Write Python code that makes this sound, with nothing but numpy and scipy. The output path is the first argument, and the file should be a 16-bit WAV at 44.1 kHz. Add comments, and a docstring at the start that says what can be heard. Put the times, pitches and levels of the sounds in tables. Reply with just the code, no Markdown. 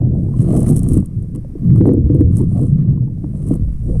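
"""Under water, a scraper is pushed over a fouled boat hull, close to a camera in a housing.
From the start water churns, air pockets boom and the hull judders. In the first second the blade
sticks and slips, rasping and cracking off shell growth. Knocks then ring the hull's modes, thickest
around 2 s, and two weaker strokes follow near 2.4 s and 3.5 s, the last with a surge of water.
Throughout, a limiter holds down the loudest blows."""
import sys
import numpy as np
from scipy import signal
from scipy.io import wavfile
from scipy.ndimage import uniform_filter1d, minimum_filter1d

SR = 44100
rng = np.random.default_rng(int(sys.argv[2]) if len(sys.argv) > 2 else 0)


def store_pcm(level_fs):
    """Save levels as 16-bit WAV."""
    pcm = np.round(np.clip(level_fs, -1, 1) * 32767).astype(np.int16)
    wavfile.write(sys.argv[1], SR, np.atleast_2d(pcm).T)


N = 176400
TIME = np.arange(N) / SR


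def amp(db):
    """Decibels to amplitude ratio."""
    return 10 ** (np.asarray(db) / 20)


def unit(x):
    """Normalisation to rms 1."""
    return x / np.sqrt(np.mean(x ** 2) + 1e-20)


def add(mix, start_s, sound):
    """Superposition: a sound joins the mix at its start time."""
    part = mix[max(round(start_s * SR), 0):][:len(sound)]
    part += sound[:len(part)]


def level(rows, before_db=None):
    """Amplitude envelope, linear in decibels between points."""
    time_s, level_db = np.transpose(rows)
    return amp(np.interp(TIME, time_s, level_db, left=before_db))


def ring(spectrum, size=8192):
    """Minimum-phase impulse response: the Hilbert transform of log gain gives the phase."""
    hz, db = np.transpose(spectrum)
    bin_hz = abs(np.fft.fftfreq(size, 1 / SR)) + 1
    log_gain = np.log(amp(np.interp(np.log(bin_hz), np.log(hz), db)))
    response = np.fft.ifft(np.exp(np.conj(signal.hilbert(log_gain)))).real
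    return response[:size // 2] * np.hanning(size)[size // 2:]


def through(x, response):
    """Convolution, cut to the scene's length."""
    return signal.fftconvolve(x, response)[:N]


def steady(x, span_s):
    """Division by the running rms evens the level and leaves faster detail."""
    window = signal.windows.hann(max(int(span_s * SR), 8))
    power = signal.fftconvolve(x ** 2, window, "same") / signal.fftconvolve(np.ones(N), window, "same")
    return x / np.sqrt(abs(power) + 1e-6 * np.mean(x ** 2))


def grains(per_s, spread_db):
    """Poisson process: independent impulses of random sign and size."""
    size = amp(spread_db * np.minimum(rng.exponential(1, N), 4))
    return size * rng.choice([-1., 1.], N) * (rng.random(N) < per_s / SR)


def scatter(x, wet_db, t60):
    """Reverberation: direct sound plus exponentially decaying reflections."""
    t = TIME[:SR // 4]
    tail = rng.standard_normal(len(t)) * amp(-60 * t / t60)
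    return x + amp(wet_db) * through(x, tail / np.linalg.norm(tail))


def bubble(hz, db, t60, attack_s=0.00067, rise_per_s=0.46):
    """Bubble resonance: air is the spring and water the mass; the damped tone rises in pitch."""
    t = TIME[:SR // 3]
    envelope = 2 * amp(db - 60 * t / t60) * (1 - np.exp(-t / attack_s))
    return envelope * np.sin(2 * np.pi * hz * (t + rise_per_s * t ** 2 / 2))


def churn():
    """Shot noise: random gulps of churned water overlap into a low rumble."""
    # strength of the churning: time_s, level_db
    churning = [(0.01, -14.5), (0.09, -14), (0.36, -18), (0.4, -12.5), (0.96, -14.5), (0.98, -6.5),
                (1.05, -23.5), (1.14, -27), (1.17, -21), (1.31, -29), (1.36, -20.5), (1.53, -38),
                (1.71, -6.5), (1.98, -15), (2.14, -15.5), (2.65, -13.5), (2.81, -12.5), (3.14, -23),
                (3.47, -21), (3.51, -16), (3.77, -29), (3.99, -18)]
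    # spectrum of one gulp: frequency_hz, gain_db
    spectrum = [(30, -17), (60, -10), (90, -3.5), (120, 2), (150, -0.5), (200, -6), (280, -23), (450, -43),
                (900, -89), (6000, -130)]
    gulps = through(grains(per_s=130, spread_db=-0.5), ring(spectrum))
    return amp(0.5) * level(churning) * steady(gulps, span_s=0.048)


def surge():
    """Flow noise: moving water puts slow pressure fluctuations on the housing."""
    # push of the water: time_s, level_db
    push = [(0.01, -31), (0.81, -27), (0.94, -20.5), (1.02, -36), (2.5, -30), (2.88, -40), (3.56, -30.5),
            (3.63, -18), (3.78, -27), (3.99, -18.5)]
    # pressure spectrum: frequency_hz, gain_db
    spectrum = [(3, -22), (10, 1), (22, -5.5), (48, 4.5), (70, -6), (130, -9), (400, -71), (4000, -130)]
    pressure = through(rng.standard_normal(N), ring(spectrum, size=32768))
    return amp(5) * level(push) * steady(pressure, span_s=0.095)


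def background():
    """Amplitude-modulated noise: a rumble swells at random under a faint hiss."""
    # spectrum of the rumble: frequency_hz, gain_db
    rumble_spectrum = [(30, -8.5), (130, 11.5), (300, -22), (550, -21.5), (800, -43), (1400, -56),
                       (4000, -71.5)]
    # spectrum of the hiss: frequency_hz, gain_db
    hiss_spectrum = [(300, -4.5), (800, -0.5), (1400, -5.5), (2200, -7.5), (3000, -16), (4300, -16),
                     (5600, -12), (7000, -17), (8200, -12.5), (9200, -9.5), (10500, -16), (12500, -13.5),
                     (14000, -37)]
    # strength of the hiss: time_s, level_db
    hiss_levels = [(0, -9.5), (0.3, -3.5), (1.1, -6.5), (1.6, -3.5), (1.78, -4), (1.83, -8), (2.18, -8.5),
                   (2.24, -13.5), (2.35, -10), (2.6, -10.5), (2.85, -16.5), (3.2, -5), (3.7, -4), (4, -1)]
    swell_db = 3.5 * unit(through(rng.standard_normal(N), np.hanning(int(0.12 * SR))))
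    rumble = unit(through(rng.standard_normal(N), ring(rumble_spectrum)) * amp(swell_db))
    hiss = unit(through(rng.standard_normal(N), ring(hiss_spectrum)))
    return amp(-34.5) * rumble + amp(-60) * level(hiss_levels) * hiss


def judder():
    """Forced vibration: uneven shoves of the blade make the hull thrum."""
    # strength of the juddering: time_s, level_db
    juddering = [(0, -24.5), (0.33, -29.5), (0.45, -21.5), (0.58, -16.5), (0.64, -24), (0.715, -12.5),
                 (0.82, -28.5), (0.975, -14), (1.07, -43), (1.25, -37), (1.31, -42), (1.365, -26),
                 (1.42, -42), (1.6, -34.5), (1.71, -24), (1.78, -18), (1.83, -18), (1.88, -12), (1.95, -14),
                 (2.03, -26.5), (2.08, -33), (2.11, -24.5), (2.21, -18.5), (2.26, -25.5), (2.37, -27),
                 (2.42, -19), (2.48, -36), (2.63, -19), (2.71, -36.5), (2.9, -28.5), (3.15, -38),
                 (3.42, -35), (3.53, -23.5), (3.6, -37), (3.8, -47.5), (3.89, -25.5), (4, -46)]
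    # response of the hull: frequency_hz, gain_db
    hull = [(90, -29.5), (170, -9.5), (240, 7), (315, -1.5), (390, -7.5), (490, -13), (540, -25),
            (680, -26.5), (800, -56.5), (1300, -54.5), (2500, -83), (9000, -125)]
    shoves = scatter(grains(per_s=190, spread_db=-0.5), wet_db=-9, t60=0.45)
    return amp(1) * level(juddering) * steady(through(shoves, ring(hull)), span_s=0.076)


def gurgle():
    """Resonance in a random swarm of tiny bubbles: the smaller ring higher, shorter and weaker."""
    # strength of the swarm: time_s, level_db
    gurgling = [(0, -41), (0.25, -48), (0.45, -43), (0.56, -32), (0.66, -39), (0.9, -47), (1.1, -62),
                (1.75, -58), (1.9, -39), (2.03, -58), (2.3, -53), (2.6, -46), (2.75, -56), (2.95, -51),
                (3.15, -60), (3.52, -43), (3.6, -58), (3.65, -49), (3.78, -68), (3.9, -44), (4, -45)]
    low_hz, high_hz, db_per_octave, decay_cycles = 460, 720, -9, 18
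    swarm = np.zeros(N)
    for hz in np.geomspace(low_hz, high_hz, num=16):
        blip = bubble(hz, db_per_octave * np.log2(hz / low_hz), t60=decay_cycles / hz)
        swarm += through(grains(per_s=40, spread_db=7.5), blip)
    return level(gurgling) * steady(swarm, span_s=0.45)


def booms():
    """Volume pulsation: large air pockets resonate at low pitch."""
    # air pockets: start_s, pitch_hz, level_db
    pockets = [(0.03, 129.8, -9), (0.392, 117, -7), (0.706, 150, -6.5), (0.922, 84, -10.5),
               (1.16, 102, -12.5), (1.627, 219, -12.5), (1.655, 171, -9.5), (1.692, 119, -0.5),
               (1.71, 298, -15.5), (1.782, 105, -6.5), (1.98, 73.7, -9), (2.04, 69.3, -4),
               (2.096, 105.5, -8.5), (2.133, 136.7, -6.5), (2.179, 95.4, -4), (2.243, 83.5, -2.5),
               (2.325, 107.7, -5.5), (2.417, 111.6, -11.5), (2.72, 147.4, -6.5), (2.788, 131.9, -3.5),
               (2.884, 131.4, -5.5), (3, 121.5, -10.5), (3.944, 56.2, -12)]
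    out = np.zeros(N)
    for start_s, hz, db in pockets:
        add(out, start_s, bubble(hz, db - 0.5, t60=0.2, attack_s=0.0079, rise_per_s=0.9))
    return out


def rasps():
    """Stick-slip friction: quick slips ring two damped resonances, tuned by the grip of each bite."""
    # bites of the blade: middle_s, length_s, resonance_hz, level_db
    bites = [(0.164, 0.23, 590, -42.5), (0.502, 0.1, 640, -33.5), (0.566, 0.093, 654, -29.5),
             (0.717, 0.084, 680, -37), (1.877, 0.049, 740, -37.5), (2.405, 0.056, 890, -44.5),
             (2.578, 0.095, 623, -35.5), (3.51, 0.028, 612, -32), (3.94, 0.11, 470, -33)]
    width_hz, upper_ratio, upper_db = 230, 1.4, -17
    out, t = np.zeros(N), TIME[:SR // 50]
    for middle_s, length_s, hz, db in bites:
        pair = np.sin(2 * np.pi * hz * t) + amp(upper_db) * np.sin(2 * np.pi * hz * upper_ratio * t)
        response = t ** 2 * np.exp(-np.pi * width_hz * t) * pair
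        slips = grains(per_s=760, spread_db=3.5)[:int(length_s * SR)]
        rasp = signal.fftconvolve(slips, response, "same")
        fade = np.hanning(len(rasp))
        add(out, middle_s - length_s / 2, amp(db) * np.sqrt(np.mean(fade ** 2)) * unit(fade * rasp))
    return out


def shell_ring():
    """Impulse response of a fracture: a bright crack and the thin modes of the metal blade."""
    # spectrum of breaking shell: frequency_hz, gain_db
    spectrum = [(1500, -35), (3600, -30), (4600, -31), (5650, -20), (6050, -21.5), (6400, -19), (6950, -23),
                (7850, -8), (8200, -10.5), (8850, -4), (9220, -3), (9400, -2), (9600, -0.5), (9950, -3.5),
                (10400, -12), (12300, -16.5), (13500, -24), (16000, -24.5)]
    blade_hz, blade_db, blade_t60 = (7800, 9200, 9580, 9900), -31, 0.03
    crack = ring(spectrum)
    t = TIME[:len(crack)]
    blade = sum(np.sin(2 * np.pi * hz * t) for hz in blade_hz) * amp(blade_db - 60 * t / blade_t60)
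    return crack / abs(crack).max() + blade


def scraping():
    """Brittle fracture: the blade catches and slips, shedding grains that clump more when loud."""
    # bright crackle of shell, stroke by stroke: time_s, level_db
    strokes = [(0.1, -89), (0.16, -71.5), (0.33, -70), (0.42, -48.5), (0.45, -57), (0.54, -48.5),
               (0.585, -43.5), (0.645, -51), (0.69, -38.5), (0.735, -49), (0.775, -39.5), (0.81, -55),
               (0.87, -55.5), (0.90, -47.5), (0.97, -47), (1.02, -61.5), (1.10, -76), (1.15, -71.5),
               (2.24, -88.5), (2.33, -64), (2.355, -55.5), (2.372, -43.5), (2.40, -54.5), (2.465, -72.5),
               (2.51, -60.5), (2.62, -56.5), (2.68, -57.5), (2.76, -84), (3.1, -83.5), (3.33, -69.5),
               (3.37, -62), (3.41, -62), (3.48, -53.5), (3.558, -59.5), (3.572, -72), (3.78, -71),
               (3.9, -61), (3.99, -62)]
    # coarse crunch of the growth: time_s, level_db
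    crunch_levels = [(0.28, -74), (0.4, -58), (0.55, -51.5), (0.63, -57), (0.68, -47.5), (0.75, -59),
                     (0.83, -62), (0.93, -57.5), (0.98, -50), (1.04, -71), (1.34, -86), (1.353, -54),
                     (1.39, -86), (1.68, -64.5), (1.78, -56), (1.845, -74), (1.857, -54), (1.93, -64.5),
                     (2.0, -84.5), (2.08, -68), (2.12, -61), (2.2, -58.5), (2.24, -83.5), (2.32, -64.5),
                     (2.40, -56.5), (2.47, -70), (2.59, -57), (2.7, -68.5), (2.9, -65.5), (3.15, -87.5),
                     (3.38, -69), (3.54, -57.5), (3.59, -71), (3.82, -75.5), (3.95, -70)]
    # spectrum of the crunch: frequency_hz, gain_db
    crunch_spectrum = [(300, -3), (600, -15.5), (850, 1.5), (1000, -3.5), (1220, -1), (1450, -19.5),
                       (2000, -15), (2400, -19.5), (2900, -19), (4200, -23), (7000, -27.5)]
    quiet_db, loud_db, quiet_cutoff_hz = -60, -39.5, 10130
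    # One random grip bunches both kinds of grain into clumps.
    grip = unit(through(rng.standard_normal(N), signal.windows.hann(260)))
    loudness = np.interp(20 * np.log10(level(strokes)), [quiet_db, loud_db], [0, 1])
    fine = grains(per_s=7900, spread_db=4.2) * amp((2 + 3.9 * loudness) * grip)
    coarse = grains(per_s=1600, spread_db=4) * amp(3 * grip)
    crackle = steady(through(scatter(fine, wet_db=-9, t60=0.039), shell_ring()), span_s=0.069)
    dull = signal.sosfiltfilt(signal.butter(4, quiet_cutoff_hz, fs=SR, output="sos"), crackle)
    crackle = dull + loudness * (crackle - dull)  # the top is dulled when quiet
    crunch = steady(through(scatter(coarse, wet_db=-7, t60=0.027), ring(crunch_spectrum)), span_s=0.41)
    return (amp(4.5) * level(strokes, before_db=-np.inf) * crackle
            + amp(7) * level(crunch_levels, before_db=-np.inf) * crunch)


def blips():
    """Free oscillation: single small bubbles ring briefly."""
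    # small bubbles: start_s, pitch_hz, level_db
    singles = [(0.285, 860, -45), (0.339, 1030, -40), (1.245, 440, -39), (1.447, 540, -35),
               (1.553, 380, -32), (2.975, 1010, -48), (3.078, 860, -48)]
    out = np.zeros(N)
    for start_s, hz, db in singles:
        add(out, start_s, bubble(hz, db, t60=0.037))
    return out


def snaps():
    """Sudden release of strain: larger shells break with a bright click."""
    # shells snapping off: start_s, level_db
    breaks = [(0.564, -31), (0.5733, -29.5), (0.603, -26.5), (0.628, -28.5), (0.6938, -34), (0.7068, -28),
              (0.7632, -18.5), (0.771, -26), (0.782, -36), (0.79, -25), (0.83, -27.5), (0.8851, -25),
              (0.932, -27.5), (0.94, -29), (0.9718, -26.5), (1.0004, -40), (1.0565, -34), (1.224, -46),
              (1.3482, -41), (1.3571, -37.5), (1.758, -41), (1.778, -42.5), (1.8, -48), (1.8526, -47),
              (1.865, -41.5), (1.875, -42), (1.9335, -40), (2.145, -41), (2.164, -47), (2.2064, -41),
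              (2.368, -30), (2.382, -32), (2.414, -39.5), (2.44, -48.5), (2.613, -40.5), (3.484, -35.5),
              (3.5382, -36.5), (3.551, -38.5), (3.5566, -42)]
    clicks, shell = np.zeros(N), shell_ring()
    for start_s, db in breaks:
        add(clicks, start_s + 0.0025, amp([db + 3.5]))
    return through(scatter(clicks, wet_db=-2, t60=0.022), shell / abs(shell).max())


def overload_ticks():
    """Overload crackle: short dull ticks, placed mostly on the loudest knocks and booms."""
    # ticks of overload crackle: start_s, level_db
    overloads = [(0.6649, -43), (1.703, -44), (1.813, -39.5), (1.854, -48.5), (1.860, -50.5), (1.891, -44),
                 (2.096, -51.5), (2.21, -43.5), (2.216, -47.5), (2.3396, -57.5), (2.722, -54.5),
                 (2.7876, -58), (2.807, -54), (2.827, -53), (2.886, -55)]
    # spectrum of one tick: frequency_hz, gain_db
    spectrum = [(500, -1), (1300, 3.5), (2000, 2), (3000, -7), (4200, -14), (6000, -29), (10000, -50)]
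    clicks, tick = np.zeros(N), ring(spectrum)
    for start_s, db in overloads:
        add(clicks, start_s, amp([db + 10.5]))
    return through(scatter(clicks, wet_db=-2.5, t60=0.017), tick / abs(tick).max())


def knocks():
    """Modal ringing: each blow sounds the struck spot, the hull and a plate tone under a dull tick."""
    # blade striking the hull: start_s, thud_db, spot_hz, tick_db, plate_db
    blows = [(0.709, -5.5, 246, -47, -48), (0.972, -6, 328, -31, -49.5), (0.985, 0, 209, -50, -59),
             (1.021, -20.5, 289, -30, -63.5), (1.352, -15.5, 309, -46, -55.5),
             (1.552, -16.5, 324.5, -54, -55.5), (1.756, -20, 300, -25.5, -53.5),
             (1.806, 5, 323, -16.5, -18.5), (1.851, -9, 346, -12, -21), (1.874, 0, 302, -22, -22.5),
             (1.887, -8.5, 355, -17.5, -23), (1.912, -1.5, 327, -23.5, -35.5), (1.936, -1, 352.5, -29, -27),
             (1.971, -3.5, 323, -44.5, -30.5), (2.058, -10, 299, -34.5, -33.5),
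             (2.097, 1, 292.4, -47, -22.5), (2.146, 1.5, 323, -39.5, -20.5), (2.206, 6, 304, -31, -20),
             (2.407, -7, 353, -45, -43), (2.612, -12.5, 320, -46, -30), (3.238, -11.5, 293, -26.5, -53.5),
             (3.508, -0.5, 274, -32, -27.5), (3.55, -17, 338, -29.5, -37), (3.892, -21, 330, -54, -28.5)]
    # modes of the hull: pitch_hz, level_db, t60_s
    hull_modes = [(121, -10.5, 0.18), (246, -15, 0.057), (294.6, -10.5, 0.2), (367, -13, 0.051),
                  (486, -14.5, 0.055), (640.5, -24.5, .05), (1010, -37.5, 0.04)]
    # spectrum of the tick: frequency_hz, gain_db
    tick_spectrum = [(200, 9), (600, 20), (1200, 1), (2100, -17.5), (3000, -35.5), (6000, -54),
                     (12000, -75.5)]
    spot_db, spot_t60, plate_hz, plate_t60 = 5, 0.074, 485.7, 0.26
    out, ticks, t, tick = np.zeros(N), np.zeros(N), TIME[:SR // 2], ring(tick_spectrum)
    hz, db, t60 = np.transpose(hull_modes)[:, :, None]
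    attack = 1 - np.exp(-(t / 0.0032) ** 2)
    for start_s, thud_db, spot_hz, tick_db, plate_db in blows:
        strength, detune = rng.standard_normal((2, len(hz), 1))  # no two blows ring alike
        modes = amp(db + 2 * strength - 60 * t / t60) * np.sin(2 * np.pi * hz * (1 + 0.0056 * detune) * t)
        spot = amp(spot_db - 60 * t / spot_t60) * np.sin(2 * np.pi * spot_hz * t)
        thud = amp(thud_db - 7) * (spot + modes.sum(0))
        detuned_hz = plate_hz * (1 + 0.018 * detune[0])
        plate = amp(plate_db - 60 * t / plate_t60) * np.sin(2 * np.pi * detuned_hz * t)
        add(out, start_s, (thud + plate) * attack)
        add(ticks, start_s + 0.0053, amp(tick_db) * tick / abs(tick).max())
    return out + scatter(ticks, wet_db=-6.5, t60=0.033)


def scene():
    """Superposition of all sources at one microphone."""
    scraper = scraping() + rasps() + judder() + knocks() + snaps()
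    ticks = overload_ticks()
    water = blips() + booms() + gurgle() + churn() + surge() + background()
    return (scraper + ticks + water)[None]


def record(dry):
    """Peak limiting: gain drops just ahead of a peak and recovers slowly; a low-pass follows."""
    ceiling, recover_db_per_s, lookahead_s, edge_hz = 0.9, 33.5, 0.003, 15200
    over_db = np.maximum(20 * np.log10(abs(dry[0]) / ceiling + 1e-9), 0)
    recovery_db, ahead = TIME * recover_db_per_s, int(lookahead_s * SR)
    gain_db = minimum_filter1d(recovery_db - np.maximum.accumulate(over_db + recovery_db), 2 * ahead)
    gain_db = uniform_filter1d(uniform_filter1d(gain_db, ahead), ahead)
    lowpass = signal.firwin(511, edge_hz, window=("kaiser", 9), fs=SR)
    return signal.oaconvolve(dry * amp(gain_db), lowpass[None], "same")


dry = scene()
out = record(dry)
store_pcm(out)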